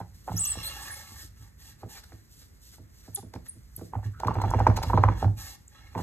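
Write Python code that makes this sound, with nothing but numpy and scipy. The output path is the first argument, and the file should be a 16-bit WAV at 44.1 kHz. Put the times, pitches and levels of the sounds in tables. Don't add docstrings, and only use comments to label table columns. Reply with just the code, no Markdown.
import sys
import numpy as np
from scipy import signal
from scipy.fft import rfft, irfft
from scipy.io import wavfile

SR = 44100
rng = np.random.default_rng(int(sys.argv[2]) if len(sys.argv) > 2 else 0)


def to_wav(s):
    ch = np.atleast_2d(s).T
    pcm = np.round(np.clip(ch, -1, 1) * 32767)
    wavfile.write(sys.argv[1], SR, pcm.astype(np.int16))


N = 265878
TIME = np.arange(N) / SR

# mode_hz, relative_db, t60_s
HOOP_MODES = [(510, -25.5, 0.045), (1105, -33, 0.011), (1225, -32.5, 0.01), (1560, -26, 0.03),
              (1705, -28.5, .022), (1955, -25, 0.012), (2380, -29, 0.019), (3950, -41, .01),
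              (5690, -34.5, 0.016)]
# start_s, main_note_relative_db, weaker_modes_relative_db
RIM_TAPS = [(.003, -27.5, -14), (.012, -28.5, 0), (0.2783, -24, -11), (0.285, -23, -13), (.2945, -25, -11),
            (0.318, -25.5, -16), (.5552, -34, -3), (1.8321, -31.5, -12), (1.8358, -41, -3),
            (2.1208, -45, 19), (2.783, -49, -1), (3.0788, -47, 5), (3.085, -47, -5), (3.228, -46, -5),
            (3.3391, -33.5, 11), (3.3602, -33.5, 10), (3.7925, -44, 11), (3.812, -39.5, 5),
            (3.9351, -23.5, -8), (3.953, -22.5, -6), (3.989, -36.5, -6), (4.03, -37, 0), (4.2032, -30, -2),
            (4.234, -15.5, -22), (4.248, -22, 8), (4.268, -29, 1.5), (4.273, -24, 9), (4.2826, -10.5, -22),
            (4.3083, -20, -12), (4.3143, -20, -20), (4.354, -24.5, 6.5), (4.368, -26.5, 0.5),
            (4.3857, -22, 0.5), (4.4008, -22, -3), (4.416, -19.5, -7), (4.438, -16.5, -1),
            (4.4435, -19, -4), (4.4495, -21.5, 5), (4.481, -28, 0), (4.5005, -27.5, -6),
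            (4.513, -19.5, -13), (4.5369, -12, -8), (4.5445, -18, 7), (4.589, -18.5, 8.5),
            (4.6023, -11, -2.5), (4.6083, -16, -7), (4.6669, -3.5, -5), (4.67, -8, 7.5), (4.7003, -17, 1.5),
            (4.7115, -21, -11), (4.7744, -20, 0), (4.7875, -21.5, -1.5), (4.8185, -25, -3.5),
            (4.835, -21.5, 1.5), (4.845, -26.5, -6), (4.899, -16.5, -6.5), (4.903, -18, -4.5),
            (4.933, -11, -10.5), (4.94, -16, -3.5), (4.955, -30, 0.5), (4.9752, -8, -2.5), (4.98, -16, 4.5),
            (4.99, -26.5, 1), (5.0373, -3.5, 2), (5.0397, -11.5, 0.5), (5.049, -27.5, 2),
            (5.079, -22.5, -7.5), (5.0863, -11, 5), (5.104, -38.5, 8), (5.121, -27, 2), (5.2268, -15, -22),
            (5.2445, -19, 3), (5.279, -29, -3), (5.9508, -25.5, 11), (5.9563, -29, -7), (5.9772, -23.5, -3),
            (5.99, -24, 0)]
# start_s, low_thud_relative_db, wooden_knock_relative_db
HOOP_LANDINGS = [(.0034, -36.5, -44.5), (0.298, -30, -40), (0.3357, -26, -35.5), (0.5681, -35, -38),
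                 (1.113, -48, -53), (1.23, -44.5, -55.5), (1.401, -47, -78), (1.8322, -36, -39),
                 (1.857, -43, -39.5), (2.1276, -42, -45.5), (2.7914, -45, -47.5), (2.814, -44, -62),
                 (3.0802, -40.5, -42), (3.111, -50, -54), (3.1865, -40.5, -58), (3.2295, -40, -39.5),
                 (3.258, -47, -47), (3.3497, -33, -35), (3.364, -37, -59), (3.555, -44.5, -54),
                 (3.7774, -38.5, -41.5), (3.816, -40.5, -32.5), (3.9554, -24, -39), (4.052, -21.5, -50),
                 (4.2535, -21, -27), (4.288, -21.5, -27), (4.3608, -18.5, -27), (4.4298, -23, -44),
                 (4.46, -25.5, -29.5), (4.548, -17.5, -22.5), (4.6058, -19, -25), (4.6801, -12.5, -17),
                 (4.784, -31.5, -48.5), (4.861, -24.5, -47.5), (4.9384, -16, -17.5), (4.9799, -14, -19.5),
                 (5.0402, -14, -28), (5.089, -24.5, -22.5), (5.2252, -23.5, -23), (5.2478, -15, -32),
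                 (5.2779, -27, -40), (5.9566, -30.5, -27), (5.9898, -30, -26.5)]


def from_db(db):
    return 10 ** (np.asarray(db) / 20)


def rms_one(x):
    return x / np.sqrt(np.mean(x ** 2) + 1e-20)


def in_time(rows):
    s, *columns = np.transpose(rows)
    return [np.interp(TIME, s, column) for column in columns]


def coloured(x, colour):
    hz, db = np.transpose(colour)
    bins = np.maximum(np.fft.rfftfreq(N, 1 / SR), 1)
    gain_db = np.interp(np.log(bins), np.log(hz), db, left=-80, right=-80)
    return rms_one(irfft(rfft(x) * from_db(gain_db), N))


def drift(rate):
    knots = rng.standard_normal(int(rate * N / SR) + 2)
    return rms_one(np.interp(TIME * rate, np.arange(len(knots)), knots))


def low_pass(x, hz):
    return signal.sosfilt(signal.butter(2, hz, fs=SR, output="sos"), x + 1e-18)


def high_pass(x, hz):
    return signal.sosfilt(signal.butter(2, hz, "high", fs=SR, output="sos"), x + 1e-18)


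def resonance(x, hz, width_hz):
    return signal.lfilter(*signal.iirpeak(hz, hz / width_hz, fs=SR), x)


def steep_resonance(x, hz, width_hz):
    return resonance(resonance(x, hz, width_hz), hz, width_hz)


def ring(x, hz, t60):
    decay = from_db(-60 / (t60 * SR))
    angle = 2 * np.pi * hz / SR
    return signal.lfilter([0, np.sin(angle)], [1, -2 * decay * np.cos(angle), decay * decay], x + 1e-18)


def clicks(times, heights):
    at = np.clip(np.round(times * SR).astype(int), 0, N - 1)
    return np.bincount(at, heights, N)


def friction(grain_db):
    return rng.standard_normal(N) * from_db(grain_db * drift(900))


def gesture(start, end, attack_s, release_s):
    attack = (1 + np.tanh((TIME - start) / (2 * attack_s))) / 2
    release = (1 + np.tanh((end - TIME) / (2 * release_s))) / 2
    return attack * release


def still_air():
    # frequency_hz, relative_db_per_hz
    air_colour = [(25, -3.5), (70, -2), (150, -2), (300, -10), (700, -23), (2000, -19.5), (5000, -53),
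                  (16000, -69.5)]
    return from_db(-61.0) * np.array([coloured(rng.standard_normal(N), air_colour) for channel in range(2)])


def room(x, t60=0.25, wall_hz=9000, first_s=0.0055, alike_below_hz=900):
    age = np.arange(SR // 2) / SR
    shared, own = rng.standard_normal(len(age)), rng.standard_normal((2, len(age)))
    tails = low_pass(shared, alike_below_hz) + high_pass(own, alike_below_hz)
    tails = low_pass(tails, wall_hz) * from_db(-60 * age / t60) * (age > first_s)
    tails = tails / np.sqrt(np.sum(tails ** 2, axis=1, keepdims=True))
    return signal.fftconvolve(x[None], tails, axes=1)[:, :N]


def ports(x, right_db):
    # frequency_hz, lead_rad
    left_lead = [(0, 0), (1200, .6), (3000, 1.5), (5000, 3.1), (7100, 6.3), (9800, 9.4), (12600, 12.6),
                 (15200, 15.7)]
    lead = np.interp(np.fft.rfftfreq(N, 1 / SR), *np.transpose(left_lead))
    side = np.array([[-1], [1]]) / 2
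    return irfft(rfft(x) * np.exp(-1j * side * lead), N) * from_db(side * right_db)


def arm_rumble():
    # time_s, relative_db
    shaking = [(0.0, -61.5), (0.6, -55.5), (0.77, -59.5), (2.84, -67.5), (3.93, -58.5), (4.35, -50.5),
               (4.47, -39), (5.15, -42.5), (5.33, -46), (5.56, -67.5), (6.03, -59.5)]
    # frequency_hz, relative_db_per_hz
    shaking_colour = [(20, -47.5), (35, -4.5), (55, 9.5), (72, 6), (105, 2), (150, -9.5), (260, -20),
                      (450, -46.5), (900, -73.5)]
    return from_db(in_time(shaking)[0] + 10) * coloured(rng.standard_normal(N), shaking_colour)


def settling():
    # frequency_hz, relative_db_per_hz
    settle_colour = [(120, -18.5), (180, 1.5), (280, 4), (380, -8.5), (520, -22.5), (900, -33)]
    level_db, follows, peak_s = -28.5, 0.67, 0.011
    force = 0
    for s, thud_db, knock_db in HOOP_LANDINGS:
        age = np.maximum(TIME - s, 0) / peak_s
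        force = force + from_db(follows * thud_db) * age * np.exp(1 - age)
    return from_db(level_db) * force * coloured(friction(grain_db=2.5), settle_colour)


def table(contact_hz=700, knock_above_hz=150, build_up_q=2.5):
    # mode_hz, relative_db, t60_s
    table_modes = [(60, -12, .18), (72, -11, .14), (103, 1, .23), (121, -9, .16), (172, -5, .18),
                   (222, -9, .1), (251, -6, .13), (334, -7, .1), (420, -9, .06), (496, -9, .08),
                   (642, -9, .06)]
    far_edge_until_s, far_edge_mode_hz, far_edge_db = .45, 172, 12
    times, thud_db, knock_db = np.transpose(HOOP_LANDINGS)
    chance_db = rng.normal(0, 1.2, (len(times), len(table_modes)))
    spot = rng.choice([-1, 1], (len(times), len(table_modes)))
    out = 0
    for k, (hz, mode_db, t60) in enumerate(table_modes):
        if hz > knock_above_hz:
            blow = spot[:, k] * from_db(knock_db - 1.0)
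        else:
            blow = (-1) ** k * from_db(thud_db)
        edge_db = far_edge_db * (hz == far_edge_mode_hz) * (times < far_edge_until_s)
        mode = ring(clicks(times, blow * from_db(mode_db + edge_db + chance_db[:, k])), hz, t60)
        out = out + resonance(mode, hz, hz / build_up_q)
    return low_pass(out, contact_hz)


def singing():
    # time_s, level_db
    song = [(4.11, -80), (4.14, -58), (4.22, -57), (4.36, -52), (4.64, -53), (4.75, -63), (4.8, -85)]
    dragging = (TIME > song[0][0]) & (TIME < song[-1][0])
    note = steep_resonance(friction(grain_db=1.5), hz=1390, width_hz=270)
    note = note * from_db(5 * drift(35))
    return dragging * from_db(in_time(song)[0]) * rms_one(note)


def grinding(follows=0.77, lag_s=0.002):
    # frequency_hz, relative_db_per_hz
    grind_colour = [(150, -8.5), (300, 0.5), (550, 3.5), (900, -4.5), (1300, -3), (1700, -11.5),
                    (2200, -22), (3500, -28.5)]
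    level_db, rise_s, decay_s = -24, 0.0053, 0.013
    power = 0
    for s, db, modes_db in RIM_TAPS:
        age = TIME - s - lag_s
        swell = np.exp(np.minimum(age / rise_s, -age / decay_s))
        power = power + (from_db(follows * db) * swell) ** 2
    return from_db(level_db) * np.sqrt(power) * coloured(friction(grain_db=3.0), grind_colour)


def tremors(per_s=120, note_hz=930, note_t60=0.019):
    # start_s, end_s, typical_touch_relative_db
    chatter = [(4.247, 5.263, -39), (5.951, 6.044, -35)]
    pressing = sum(from_db(db) * gesture(start, end, attack_s=0.0032, release_s=.009)
                   for start, end, db in chatter)
    size_db = 3.5 * rng.standard_normal(N)
    touches = (rng.random(N) < per_s / SR) * pressing * from_db(size_db)
    modes = sum((-1) ** k * ring(touches * from_db(db + 11), hz, t60)
                for k, (hz, db, t60) in enumerate(HOOP_MODES))
    return low_pass(ring(touches, note_hz, note_t60) + modes, 1300)


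def hoop(swell_s=0.0013):
    times, db, modes_db = np.transpose(RIM_TAPS)
    note_hz = 955 + 4 * db + 55 * rng.standard_normal(len(db))
    notes, age = np.zeros(N + SR), np.arange(SR // 40) / SR
    envelope = age / swell_s * np.exp(1 - age / swell_s)
    for s, height, hz in zip(times, from_db(db), note_hz):
        at = max(round(s * SR), 0)
        notes[at:at + len(age)] += height * envelope * np.sin(2 * np.pi * hz * age)
    chance_db = rng.normal(0, 2.5, (len(times), len(HOOP_MODES)))
    modes = 0
    for k, (hz, mode_db, t60) in enumerate(HOOP_MODES):
        blows = clicks(times, from_db(db + modes_db + mode_db + chance_db[:, k]))
        modes = modes + (-1) ** k * ring(blows, hz, t60)
    return from_db(-2.5) * notes[:N] + low_pass(modes, 7300)


def chirp(s, length, first_hz, last_hz, db):
    share, edge_db = 0.48, 3.5
    peak = (s + share * length, first_hz + share * (last_hz - first_hz), db)
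    return [(s, first_hz, db - edge_db), peak, (s + length, last_hz, db - edge_db)]


def squeaks(overtone_db=1.5, flutter_db=2.0, edge_s=0.00041):
    # time_s, slips_per_s, relative_db
    squeals = [
        [(.362, 6700, -45), (.372, 5040, -36), (.378, 6000, -33.5), (.383, 6800, -30), (.39, 6800, -31),
         (.395, 8200, -25.5), (.41, 8100, -23), (.427, 7850, -27.5), (.434, 7600, -28), (.444, 8200, -22),
         (.449, 7000, -33), (.4545, 5600, -29), (.46, 6000, -30), (.467, 7900, -33), (.475, 8800, -25),
         (.486, 7900, -29), (.498, 7900, -29.5), (.509, 8800, -24), (.52, 7800, -26), (.532, 7800, -39),
         (.547, 7100, -42)],
        [(.63, 4450, -48), (.642, 4100, -39), (.659, 3930, -37.5), (.668, 4280, -39), (.682, 4350, -37.5),
         (.696, 4550, -47)],
        [(3.142, 13000, -61), (3.15, 11000, -22), (3.156, 9500, -27), (3.16, 6900, -33), (3.162, 3700, -38.5),
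         (3.166, 3120, -51.5)],
        [(3.482, 11600, -50), (3.489, 10400, -34), (3.494, 9700, -31), (3.499, 8550, -33.5), (3.505, 9400, -51),
         (3.55, 10500, -67)],
    ]
    # start_s, length_s, first_hz, last_hz, relative_db
    grips = [(0.82, 0.024, 8100, 8230, -42), (0.908, 0.042, 9500, 9260, -36),
             (1.948, 0.031, 818, 759, -56.5), (3.173, 0.025, 400, 400, -46),
             (3.762, 0.0062, 12600, 10450, -30), (4.502, 0.0077, 9900, 4700, -43),
             (5.678, 0.0051, 8570, 6400, -43)]
    # frequency_hz, gain_db
    radiation = [(400, -5), (800, -2), (1200, -22), (3000, 4), (4200, -2.5), (5500, -0.5), (8000, -4.5),
                 (11500, -2.5), (14000, -21), (15000, -17), (15700, -16)]
    waver = 1 + .009 * drift(2200)
    out, flutter = np.zeros(N), flutter_db * drift(250)
    for rows in squeals + [chirp(*row) for row in grips]:
        start, end = rows[0][0], rows[-1][0]
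        gripping = (TIME > start) & (TIME < end)
        hz, db = (column[gripping] for column in in_time(rows))
        phase = 2 * np.pi * np.cumsum(hz * waver[gripping]) / SR
        edges = np.minimum(np.minimum(TIME[gripping] - start, end - TIME[gripping]) / edge_s, 1)
        for k in range(1, 4):
            radiated_db = np.interp(k * hz, *np.transpose(radiation))
            level = db + flutter[gripping] + overtone_db * (k - 1) + radiated_db
            out[gripping] += edges * from_db(level + 4.0) * (k * hz < SR / 2) * np.sin(k * phase)
    return out


def scuffs():
    # centre_s, relative_db, length_s
    slips = [(1.974, -60.5, 0.022), (2.04, -60.5, 0.0048), (2.13, -71, 0.0032), (2.424, -71.5, .016),
             (2.742, -68, 0.013), (3.057, -71.5, 0.023), (3.168, -66, 0.0028), (3.175, -62, 0.0009),
             (3.183, -69, .011), (3.339, -56.5, 0.0026), (3.355, -66.5, 0.0058), (3.467, -65.5, .008),
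             (4.202, -51, 0.0019), (4.273, -49.5, 0.0036), (4.345, -60, .006), (4.419, -52, 0.005),
             (4.596, -55, 0.0036), (4.673, -53.5, 0.0049), (4.771, -47, 0.0077), (4.833, -46, 0.0066),
             (5.035, -56.5, 0.0022)]
    # frequency_hz, relative_db_per_hz
    slip_colour = [(400, 4), (900, 0), (1800, 6.5), (3000, -3), (4200, 7.5), (8000, -2.5), (12000, -2.5),
                   (16000, -22.5)]
    force = sum(from_db(db) * np.exp(-np.abs((TIME - s) / length) ** 2.3) for s, db, length in slips)
    return from_db(12.0) * force * coloured(friction(grain_db=-1.0), slip_colour)


def wiping():
    # start_s, end_s, rubbing_relative_db, fibre_hiss_relative_db
    strokes = [(-.04, 0.006, -53, -56), (0.134, 0.236, -73.5, -67), (1.33, 1.494, -70.5, -67.5),
               (1.588, 1.734, -64.5, -59.5), (1.78, 1.825, -61.5, -67), (1.889, 2.003, -61, -55.5),
               (2.002, 2.22, -70.5, -69.5), (2.31, 2.47, -84, -62.5), (2.616, 2.783, -81, -61.5),
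               (2.93, 3.123, -81, -67), (3.133, 3.224, -75, -61), (3.445, 3.493, -79, -64.5),
               (3.725, 3.892, -83, -64), (4.031, 4.074, -53.5, -61), (4.19, 5.218, -56.5, -69.5),
               (4.82, 4.944, -79, -63), (5.17, 5.251, -53.5, -59.5), (5.374, 5.555, -52, -48.5),
               (5.711, 5.96, -63, -81), (5.972, 6.017, -50, -53.5)]
    # time_s, rubbing_relative_db, fibre_hiss_relative_db
    sweep = [(.24, -77, -65.5), (.36, -56, -55), (.46, -56, -49), (.56, -51.5, -55), (.67, -46, -50),
             (.79, -47.5, -49), (.93, -48.5, -49.5), (1.07, -59, -55.5), (1.2, -57, -50),
             (1.26, -68, -56.5), (1.31, -102, -81)]
    attack_s, release_s = 0.0045, 0.0048
    arch_db = 5
    sweeping = (TIME > sweep[0][0]) & (TIME < sweep[-1][0])
    creep = from_db([[-89], [-71]])
    power = creep ** 2 + sweeping * from_db(in_time(sweep)) ** 2
    catching = from_db(2.5 * drift(70) * np.array([[1], [1 / 2]]))
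    for start, end, rub_db, hiss_db in strokes:
        off_centre = np.clip((2 * TIME - start - end) / (end - start), -1, 1)
        arch = from_db(arch_db * (1 / 3 - off_centre ** 2))
        speed = arch * gesture(start, end, attack_s, release_s)
        power = power + (catching * from_db([[rub_db], [hiss_db]]) * speed) ** 2
    return np.sqrt(power)


def cloth(unsteady_db=1.5, shifting_db=3.5, shifts_per_s=22, direct_db=-3):
    # frequency_hz, relative_db_per_hz
    rub_colour = [(250, 5.5), (450, -1.5), (900, 0), (1800, -1.5), (3000, 1), (4500, -4.5), (6500, 0),
                  (10000, -41)]
    hiss_colour = [(2500, -11.5), (4500, -0.5), (6000, -1.5), (8300, -0.5), (10000, -8.5), (11500, 1.5),
                   (13500, -8.5), (16000, -17)]
    # centre_hz, width_of_each_pass_hz, relative_db
    sheet_modes = [(570, 110, -3), (850, 190, 8), (1130, 170, 7), (1300, 190, 6), (1740, 340, 11),
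                   (2130, 170, 5), (2460, 140, 0), (2770, 240, 7), (3390, 340, 6), (4000, 340, 8.5),
                   (4320, 420, 7), (5450, 350, 1)]
    # time_s, relative_db
    rub_treble = [(.3, -5.5), (.4, 0.5), (.56, 4.5), (.68, 0.5), (.84, -9), (1.0, -6.5), (1.2, 1),
                  (1.35, -5.5)]
    treble_above_hz = 2500
    rub, hiss = wiping() * from_db(unsteady_db * drift(40))
    drag, treble_db = friction(grain_db=3.5), in_time(rub_treble)[0]
    sheet = from_db(direct_db) * drag
    for hz, width_hz, db in sheet_modes:
        mode_db = db + shifting_db * drift(shifts_per_s) + treble_db * (hz > treble_above_hz)
        sheet = sheet + from_db(mode_db) * steep_resonance(drag, hz, width_hz)
    rubbing = from_db(2.0) * rub * coloured(sheet, rub_colour)
    hissing = from_db(3.0) * hiss * coloured(friction(grain_db=1.5), hiss_colour)
    return rubbing, hissing


def scene():
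    rub, hiss = cloth()
    fine_friction, squeal = hiss + scuffs(), squeaks()
    clack = hoop() + tremors() + grinding() + singing()
    thud = table() + settling()
    direct = ports(fine_friction + squeal, right_db=0.9)
    direct = direct + ports(rub + arm_rumble(), right_db=2.5) + ports(clack + thud, right_db=3.0)
    to_room = from_db(-7.5) * rub + from_db(-12.0) * fine_friction
    to_room = to_room + from_db(-13.5) * high_pass(squeal, 1800) + from_db(-15.0) * clack
    boom = room(from_db(-9.0) * high_pass(thud, 270), t60=0.41, alike_below_hz=210)
    return direct + room(to_room) + boom + still_air()


def record(dry):
    dry = signal.sosfilt(signal.butter(2, 36, "high", fs=SR, output="sos"), dry)
    return signal.sosfilt(signal.ellip(10, .1, 80, 15900, fs=SR, output="sos"), dry)


dry = scene()
out = record(dry)
to_wav(out)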